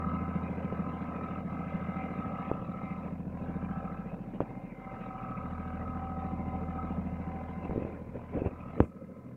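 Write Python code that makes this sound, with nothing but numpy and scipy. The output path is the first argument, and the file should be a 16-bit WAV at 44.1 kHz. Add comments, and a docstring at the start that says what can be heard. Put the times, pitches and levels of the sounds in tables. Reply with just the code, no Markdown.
"""Compact diesel tractor in a farmyard

A three-cylinder tractor at low revs backs a trailer, heard across the yard from a hand-held camera.
Uneven exhaust puffs ring a pipe over a hum; shaped noise makes the block's clatter, rattle and ticks.
The belt-driven fan whines in groups of fluttering sine tones that fade in and out.
At the microphone, decaying case modes and noise swells make dull knocks and rubs, over a faint hiss.
Late on, a finger partly covers the microphone and muffles the tractor."""
import sys
import numpy as np
from scipy import signal
from scipy.fft import rfft, irfft, next_fast_len
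from scipy.io import wavfile
from scipy.ndimage import uniform_filter1d, map_coordinates

SR = 44100
rng = np.random.default_rng(int(sys.argv[2]) if len(sys.argv) > 2 else 0)


def dump(signal):
    """Clip the signal to [-1, 1] and save it as 16-bit WAV at the path in sys.argv[1]."""
    limited = np.clip(np.atleast_2d(signal).T, -1, 1)
    pcm = np.round(limited * 32767).astype(np.int16)
    wavfile.write(sys.argv[1], SR, pcm)


N = 412776  # samples, 9.36 s


def amp(db):
    """Decibels to gain."""
    return 10 ** (np.asarray(db) / 20)


def unit(x):
    """Scale to rms 1."""
    return x / np.sqrt(np.mean(x ** 2) + 1e-20)


def curves(rows):
    """Straight lines between table rows: one curve for each column after the time."""
    s, *columns = np.transpose(rows)
    return [np.interp(np.arange(N) / SR, s, column) for column in columns]


def bumps(rows):
    """A sum of bell curves from (t/s, sigma/s, height) rows."""
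    t = np.arange(N) / SR
    return sum(height * np.exp(-.5 * ((t - s) / sigma) ** 2) for s, sigma, height in rows)


def wobble(rate):
    """A smooth random curve with the given number of knots a second."""
    return map_coordinates(rng.standard_normal(4096), [np.arange(N) * rate / SR], mode="mirror")


def filtered(x, response):
    """Multiply the spectrum of x by a response, with room for the tail."""
    size = next_fast_len(N + SR // 2)
    return irfft(rfft(x, size) * response(np.fft.rfftfreq(size, 1 / SR)), size)[:N]


def equalised(x, points):
    """Filter x by a gain curve through (f/Hz, gain/dB) points."""
    hz, db = np.transpose(points)
    return filtered(x, lambda f: amp(np.interp(np.log(f + 1), np.log(hz), db)))


def noise(spectrum, drive=None):
    """White noise, or the given drive, coloured by a spectrum; rms 1."""
    drive = rng.standard_normal(N) if drive is None else drive
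    return unit(equalised(drive, spectrum))


def patchy(x, width_hz, length_s, depth_db):
    """Random patches of gain in time and frequency make a sound uneven; rms 1."""
    hz, t, cells = signal.stft(x, SR, nperseg=512)
    field = rng.standard_normal(cells.shape)
    for axis, span in enumerate([width_hz / hz[1], length_s / t[1]]):
        for _ in range(2):
            field = uniform_filter1d(field, max(1, round(span)), axis)
    return unit(signal.istft(cells * amp(depth_db * unit(field)), SR, nperseg=512)[1][:N])


def add(track, s, sound):
    """Mix a sound into a track from time s on."""
    part = track[round(s * SR):][:len(sound)]
    part += sound[:len(part)]


# Engine speed: t/s, rate/four-stroke cycles per second
CYCLE_RATE = [(0, 13.708), (1.6, 13.704), (2.75, 13.723), (3.6, 13.942), (4.6, 13.822), (5.5, 13.541),
              (6, 13.676), (7.2, 13.643), (8, 13.697), (8.4, 13.603), (8.8, 13.711), (9.36, 13.768)]


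def crankshaft():
    """The engine's speed adds up to its position, counted in four-stroke cycles."""
    return np.cumsum(curves(CYCLE_RATE)[0]) / SR


# Gas puffs within one cycle: position/share of the cycle, mean level/dB
PUFFS = [(0.174, -10.5), (0.329, 1), (0.666, -3), (0.843, 1.5), (0.991, -4.5)]
# Exhaust pipe resonances: f/Hz, width/Hz, level/dB
PIPE_MODES = [(184.6, 21.4, 4.5), (286, 8.9, -19), (320, 8.6, -25.5), (490, 450, -19.5)]
# Exhaust levels: t/s, firing tone level/dB, octave level before trim/dB, throb level/dB
EXHAUST_LEVELS = [(0, -67, -40.5, -35), (1.2, -63.5, -48.5, -41), (1.85, -60, -47, -38),
                  (2.7, -60.5, -52, -42.5), (3.7, -48.5, -45, -38), (4.5, -56, -63, -48.5),
                  (5.2, -55, -59.5, -51.5), (5.48, -51, -44, -43.5), (6.9, -48.5, -42, -39),
                  (7.7, -56, -47, -43.5), (8.1, -57, -52, -52), (8.65, -58, -51.5, -52.5),
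                  (9.36, -63, -52.5, -51.5)]


def exhaust(turns):
    """Unequal puffs ring the pipe; the firing rate and its overtones hum along."""
    firing_db, octave_db, throb_db = curves(EXHAUST_LEVELS)
    puffs, cycles = np.zeros(N), np.arange(-1, int(turns[-1]) + 1)
    for share, db in PUFFS:
        at = np.searchsorted(turns, cycles + share)
        at = at[(at > 0) & (at < N)]
        puffs[at] += amp(db + 1.2 * rng.standard_normal(len(at)))

    def pipe(f):
        """Each mode passes a band of its own width."""
        return sum(amp(db) * 1j * f * w / (c * c - f * f + 1j * f * w) for c, w, db in PIPE_MODES)

    def muffler(f):
        """Losses below 70 Hz and above 500 Hz."""
        return (1j * f / (70 + 1j * f)) ** 2 / (1 + 1j * f / 500) ** 3

    # the gas flow peaks once a cycle, around the two closest puffs
    stroke = np.cos(2 * np.pi * (turns - .96))
    flow = amp(1.2 * stroke + 5.5 * np.exp(9 * (stroke - 1)))
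    ringing = filtered(puffs, lambda f: pipe(f) * muffler(f))
    ringing = patchy(ringing, width_hz=100, length_s=0.02, depth_db=2.5)
    throb = amp(throb_db) * unit(flow * ringing)

    firing = 2 * np.pi * 3 * turns  # phase, three firings a cycle
    sixth = np.sin(6 * firing + .5 * wobble(2))
    octave = np.cos(2 * firing) + amp(-8.5) * flow * sixth
    hum = amp(firing_db) * np.sin(firing) + amp(octave_db + 4.5) * octave
    third = amp(-55 + 5.1 * wobble(3)) * np.sin(3 * firing)
    return throb + hum + third


def machinery(turns, repeat):
    """Dense contacts, of which a share recurs at the same crank angle in every cycle."""
    size = int(N / turns[-1])  # mean samples per cycle
    pattern = rng.standard_normal(SR)[(turns % 1 * size).astype(int)]
    share = np.clip(repeat, 0, 1)
    return np.sqrt(share) * pattern + np.sqrt(1 - share) * rng.standard_normal(N)


# Ring of a combustion tick: f/Hz, level/dB per Hz
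TICK_SPECTRUM = [(200, -22), (600, 2.5), (900, 0), (1300, -1.5), (1700, -12), (2500, -14.5), (3100, -34.5),
                 (5000, -52.5)]
TICK_DECAY_S = 0.0049  # time for the drive to fall to 1/e


def ticks(turns):
    """Each firing cracks sharply in the block, with a random strength."""
    count, phase = np.divmod(3 * (turns + 1), 1)
    since_s = phase / (3 * curves(CYCLE_RATE)[0])
    strength = amp(2.5 * rng.standard_normal(1024))[count.astype(int)]
    burst = strength * np.exp(-since_s / TICK_DECAY_S) * rng.standard_normal(N)
    return noise(TICK_SPECTRUM, burst)


# Block levels before trim: t/s, clatter level/dB, injector rattle level/dB
BLOCK_LEVELS = [(0, -46.5, -62.5), (2.4, -47, -59.5), (3.5, -49.5, -66.5), (5.2, -48.5, -63.5),
                (6.3, -48, -65.5), (7.7, -48, -65.5), (8.3, -51.5, -68.5), (9.36, -51, -66)]
# Spectrum of the clatter: f/Hz, level/dB per Hz
CLATTER_SPECTRUM = [(25, -29), (55, -6), (120, 2.5), (240, 6.5), (380, -6), (540, 2), (610, -2),
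                    (780, -3.5), (880, -11), (990, -2), (1250, -26.5), (1400, -14.5), (1650, -23),
                    (3500, -80)]
# Spectrum of the injector rattle: f/Hz, level/dB per Hz
RATTLE_SPECTRUM = [(1200, -24), (1650, -4), (1850, -3), (2100, -1.5), (2550, -1), (2850, -9), (3100, -19),
                   (3500, -22.5), (3850, -19), (4200, -33), (7000, -74)]
# Air hiss of the engine: f/Hz, level/dB per Hz
AIR_SPECTRUM = [(2500, -19), (4300, -1), (5800, -2.5), (7500, -7), (10000, -13.5), (15000, -33.5)]
# Arrival of each firing's sound from the block: t/s, lag/cycles
FIRING_LAG = [(3, -.04), (5.5, .09)]
# Brief dips in the tractor's treble: t/s, sigma/s, depth in the block's sound/dB
TREBLE_DIPS = [(1.45, 0.018, 5.5), (2.66, 0.063, 2.5), (3.24, 0.079, 6), (4.27, 0.17, 4),
               (4.71, 0.088, 5.5), (7.07, 0.079, 1), (8.06, 0.083, 4)]
DIP_ABOVE_HZ = 460  # the block's sound well below this keeps its level


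def block(turns):
    """Each firing shakes the block, whose panels rattle in lumps; one cylinder is loudest."""
    clatter_db, rattle_db = curves(BLOCK_LEVELS)
    heard = turns - curves(FIRING_LAG)[0]
    firing = np.cos(2 * np.pi * 3 * heard)
    lope = np.cos(2 * np.pi * (turns - .04))
    clatter_drive = machinery(turns, repeat=0.39) * amp(1.58 * firing + 1.3 * lope)
    rattle_drive = machinery(turns, repeat=0.23) * amp(firing + 1.3 * lope)
    clatter = patchy(noise(CLATTER_SPECTRUM, clatter_drive), width_hz=350, length_s=.012, depth_db=2.0)
    rattle = patchy(noise(RATTLE_SPECTRUM, rattle_drive), width_hz=600, length_s=.012, depth_db=3.0)
    # reflections off the ground and the trailer shift slowly and colour the sound
    clatter = patchy(clatter, width_hz=160, length_s=0.12, depth_db=2.0)
    rattle = patchy(rattle, width_hz=200, length_s=0.048, depth_db=4.0)
    air = amp(clatter_db - 38 + .8 * firing) * noise(AIR_SPECTRUM)
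    tick = amp(clatter_db - 10) * ticks(heard + .015)
    sound = amp(clatter_db + 4) * clatter + amp(rattle_db + 2) * rattle + tick + air
    bass = filtered(sound, lambda f: 1 / (1 + (f / DIP_ABOVE_HZ) ** 6))
    return bass + amp(-bumps(TREBLE_DIPS)) * (sound - bass)


# Fan lines in groups that fade together: f/multiple of the fan shaft rate, mean relative level/dB
LOW_LINES = [(8, -14), (11, -7), (17, -18), (18, 13.5), (19, -12.5)]
LOWER_MID_LINES = [(23, -9.5), (24, -0.5)]
MID_LINES = [(27, -6), (28, -6), (29, -5.5), (30, 3), (31, -3.5)]
UPPER_LINES = [(35, -1.5), (36, -4), (37, 0.5), (38, -5), (39, -4)]
HIGH_LINES = [(47, -14.5), (48, -7), (49, -2), (54, -11), (66, -19)]
# Group levels before trim and dips, by blade harmonic, the last the top whistle: t/s, level/dB
THIRD_LEVEL = [(0, -51), (1.2, -55), (2.4, -44.5), (3.5, -51.5), (4.5, -46), (5.15, -44.5), (5.5, -51.5),
               (6.2, -42.5), (6.8, -41), (7.05, -55.5), (7.4, -46), (8.3, -64), (9.36, -73)]
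FOURTH_LEVEL = [(0, -51.5), (1.1, -50), (1.45, -61.5), (3.6, -56), (5.1, -59.5), (6.2, -55.5), (7.6, -52.5),
                (8.2, -59), (9.36, -57)]
FIFTH_LEVEL = [(0, -40.5), (.62, -53.5), (.85, -48.5), (2.15, -49), (2.35, -43), (2.9, -48.5), (3.4, -62),
               (3.8, -47.5), (4.6, -61.5), (5.25, -44), (5.6, -50.5), (6.27, -48.5), (6.44, -62),
               (6.8, -46), (7.05, -60), (8.3, -68), (8.62, -54.5), (9.36, -62)]
SIXTH_LEVEL = [(0, -52.5), (1.2, -59), (1.85, -54.5), (3, -70), (3.75, -52), (4.5, -63.5), (5.75, -55),
               (6.45, -76), (6.8, -61), (7.7, -63), (8.1, -80), (8.35, -54.5), (8.7, -80)]
WHISTLE_LEVEL = [(0, -51.5), (1.2, -56), (2.5, -66.5), (5.6, -63.5), (6.6, -58.5), (7.7, -56.5), (8.4, -69),
                 (9.36, -56.5)]
# Flares of the top whistle: t/s, sigma/s, gain/dB
WHISTLE_FLARES = [(2.05, 0.34, 15.5), (2.91, 0.065, 18.5), (4.76, .22, 18)]
BELT_RATIO = 3.1135  # fan shaft turns per four-stroke cycle
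FAN_DIP = 2.26  # the fan's lines dip this many times deeper than the block's treble


def fan(turns, smear=0.83, rough=0.39):
    """Blade harmonics and shaft sidebands, each fluttering in the turbulent air."""
    shaft = 2 * np.pi * BELT_RATIO * turns + 0.0047 * wobble(25)
    dip_db = FAN_DIP * bumps(TREBLE_DIPS)
    firing = np.cos(2 * np.pi * 3 * (turns - curves(FIRING_LAG)[0]))
    low_db = curves(THIRD_LEVEL)[0] - dip_db - 3
    lower_mid_db = curves(FOURTH_LEVEL)[0] - dip_db - 3.5
    mid_db = curves(FIFTH_LEVEL)[0] - dip_db + 0.55 * firing - .3
    upper_db = curves(SIXTH_LEVEL)[0] - dip_db - 5
    high_db = curves(WHISTLE_LEVEL)[0] + bumps(WHISTLE_FLARES) - 1.02 * dip_db - 7
    groups = [(LOW_LINES, low_db), (LOWER_MID_LINES, lower_mid_db), (MID_LINES, mid_db),
              (UPPER_LINES, upper_db), (HIGH_LINES, high_db)]
    whine = np.zeros(N)
    for lines, level_db in groups:
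        tones = np.zeros(N)
        for multiple, db in lines:
            flutter = amp(2.2 * wobble(9))
            tones += amp(db) * flutter * np.sin(round(multiple) * shaft + smear * wobble(22))
        whine += amp(level_db) * unit(tones * (1 + rough * wobble(110)))
    return whine


# Spectrum of the background hiss: f/Hz, relative level/dB
HISS_SPECTRUM = [(30, 6), (1000, 4), (4500, 2), (6500, 1.8), (9000, .3), (15500, 0)]


def hiss():
    """Steady coloured noise lies faintly underneath."""
    return amp(-80.4) * noise(HISS_SPECTRUM)


# Knocks on the camera: t/s, level before trim/dB,
# thump level before trim/dB, crack level before trim/dB, top f/Hz
KNOCKS = [(0.724, -21.5, -4, -1, 910), (2.5143, -14, -30, 0.5, 1300), (4.4044, -12.5, -33, 1, 1320),
          (7.694, -20.5, 5, -24, 700), (7.709, -28.5, -10, 6.5, 1430), (7.759, -16, -24, -18, 600),
          (7.777, -13, -18, -22, 600), (7.821, -20, -12, -18, 710), (7.849, -21.5, -9, -21, 1010),
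          (8.372, -20, 1, -21, 800), (8.418, -14, -27, -24, 550), (8.46, -15, 0.5, -18, 1200),
          (8.8034, -1, -4.5, -10, 2920)]
# Camera body modes: mean f/Hz, mean level/dB, t60/s
BODY_MODES = [(134, -15, 0.084), (190, -20.5, 0.095), (263, -21, 0.037), (294, 6, 0.012),
              (419, -2.5, 0.015), (746, -8, 0.011), (2060, -26, 0.0056)]


def knocks(thump_hz=72, thump_t60=0.11):
    """A blow gives one sharp push, a short ring of the case and a low thump; soft contact dulls it."""
    track, t = np.zeros(N), np.arange(SR // 3) / SR
    u = t / .0003
    push = u * (2 - u) * np.exp(-u)
    soft_start = 1 - np.exp(-t / 0.0011)
    for s, db, thump_db, crack_db, top_hz in KNOCKS:
        ring = np.zeros(len(t))
        for hz, level, t60 in BODY_MODES:
            decay = amp(level + rng.normal(0, 1) - 60 * t / t60)
            ring += decay * np.sin(2 * np.pi * hz * rng.normal(1, .04) * t)
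        thump = amp(thump_db - 7.5 - 60 * t / thump_t60) * np.sin(2 * np.pi * thump_hz * t)
        crack = amp(crack_db + 6.5) * push
        contact = signal.butter(N=5, Wn=top_hz, fs=SR, output="sos")
        add(track, s, amp(db - 3.5) * signal.sosfilt(contact, soft_start * ring - thump - crack))
    return track


# Fingers rubbing the case: t/s, sigma/s, level/dB
RUBS = [(4.343, 0.0046, -35), (4.417, 0.0086, -29), (7.652, 0.0045, -34.5), (7.783, 0.11, -43),
        (7.896, 0.097, -48), (8.163, 0.015, -36.5), (8.379, 0.03, -33.5), (8.465, 0.015, -30.5),
        (8.809, 0.028, -34.5)]
# Spectrum of a rub: f/Hz, level/dB per Hz
RUB_SPECTRUM = [(20, -47), (40, -26), (100, 1), (330, -2), (550, -4), (900, -25.5), (2500, -32.5),
                (4500, -65.5), (9000, -65.5), (15000, -87)]


def rubs():
    """Short swells of skin sliding on the case; the last and hardest knock trails a faint sizzle."""
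    t = np.arange(N) / SR

    def swell(s, sigma, db):
        """A bell curve of gain."""
        return amp(db) * np.exp(-.5 * ((t - s) / sigma) ** 2)

    skin = patchy(noise(RUB_SPECTRUM), width_hz=260, length_s=.012, depth_db=3.0)
    sizzle = noise([(3000, -27), (7500, -2), (10000, -9), (14000, -19)])
    return sum(swell(*row) for row in RUBS) * skin + swell(8.84, 0.04, -78) * sizzle


# Gain under a finger on the microphone: f/Hz, gain/dB
COVER_GAIN = [(40, -9), (85, -9), (200, 0), (500, -2.5), (800, -14), (1300, -7), (1700, -7), (2600, -14),
              (6000, -10)]
COVER_S, COVER_FADE_S = 8.86, 0.023  # middle and length of the fade, after the last knock


def covered(x):
    """A finger settles over part of the microphone and muffles the sound."""
    muffled = equalised(x, COVER_GAIN)
    share = np.clip((np.arange(N) / SR - COVER_S) / COVER_FADE_S + .5, 0, 1)
    return x + share * (muffled - x)


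def scene():
    """The crankshaft drives every engine sound; handling and hiss join at the microphone."""
    turns = crankshaft()
    tractor = covered(exhaust(turns) + block(turns) + fan(turns))
    handling = knocks() + rubs()
    return (tractor + handling + hiss())[None]


def record(dry):
    """The camera keeps nothing above its band limit of 15720 Hz."""
    return filtered(dry[0], lambda hz: hz < 15720)[None]


dry = scene()
out = record(dry)
dump(out)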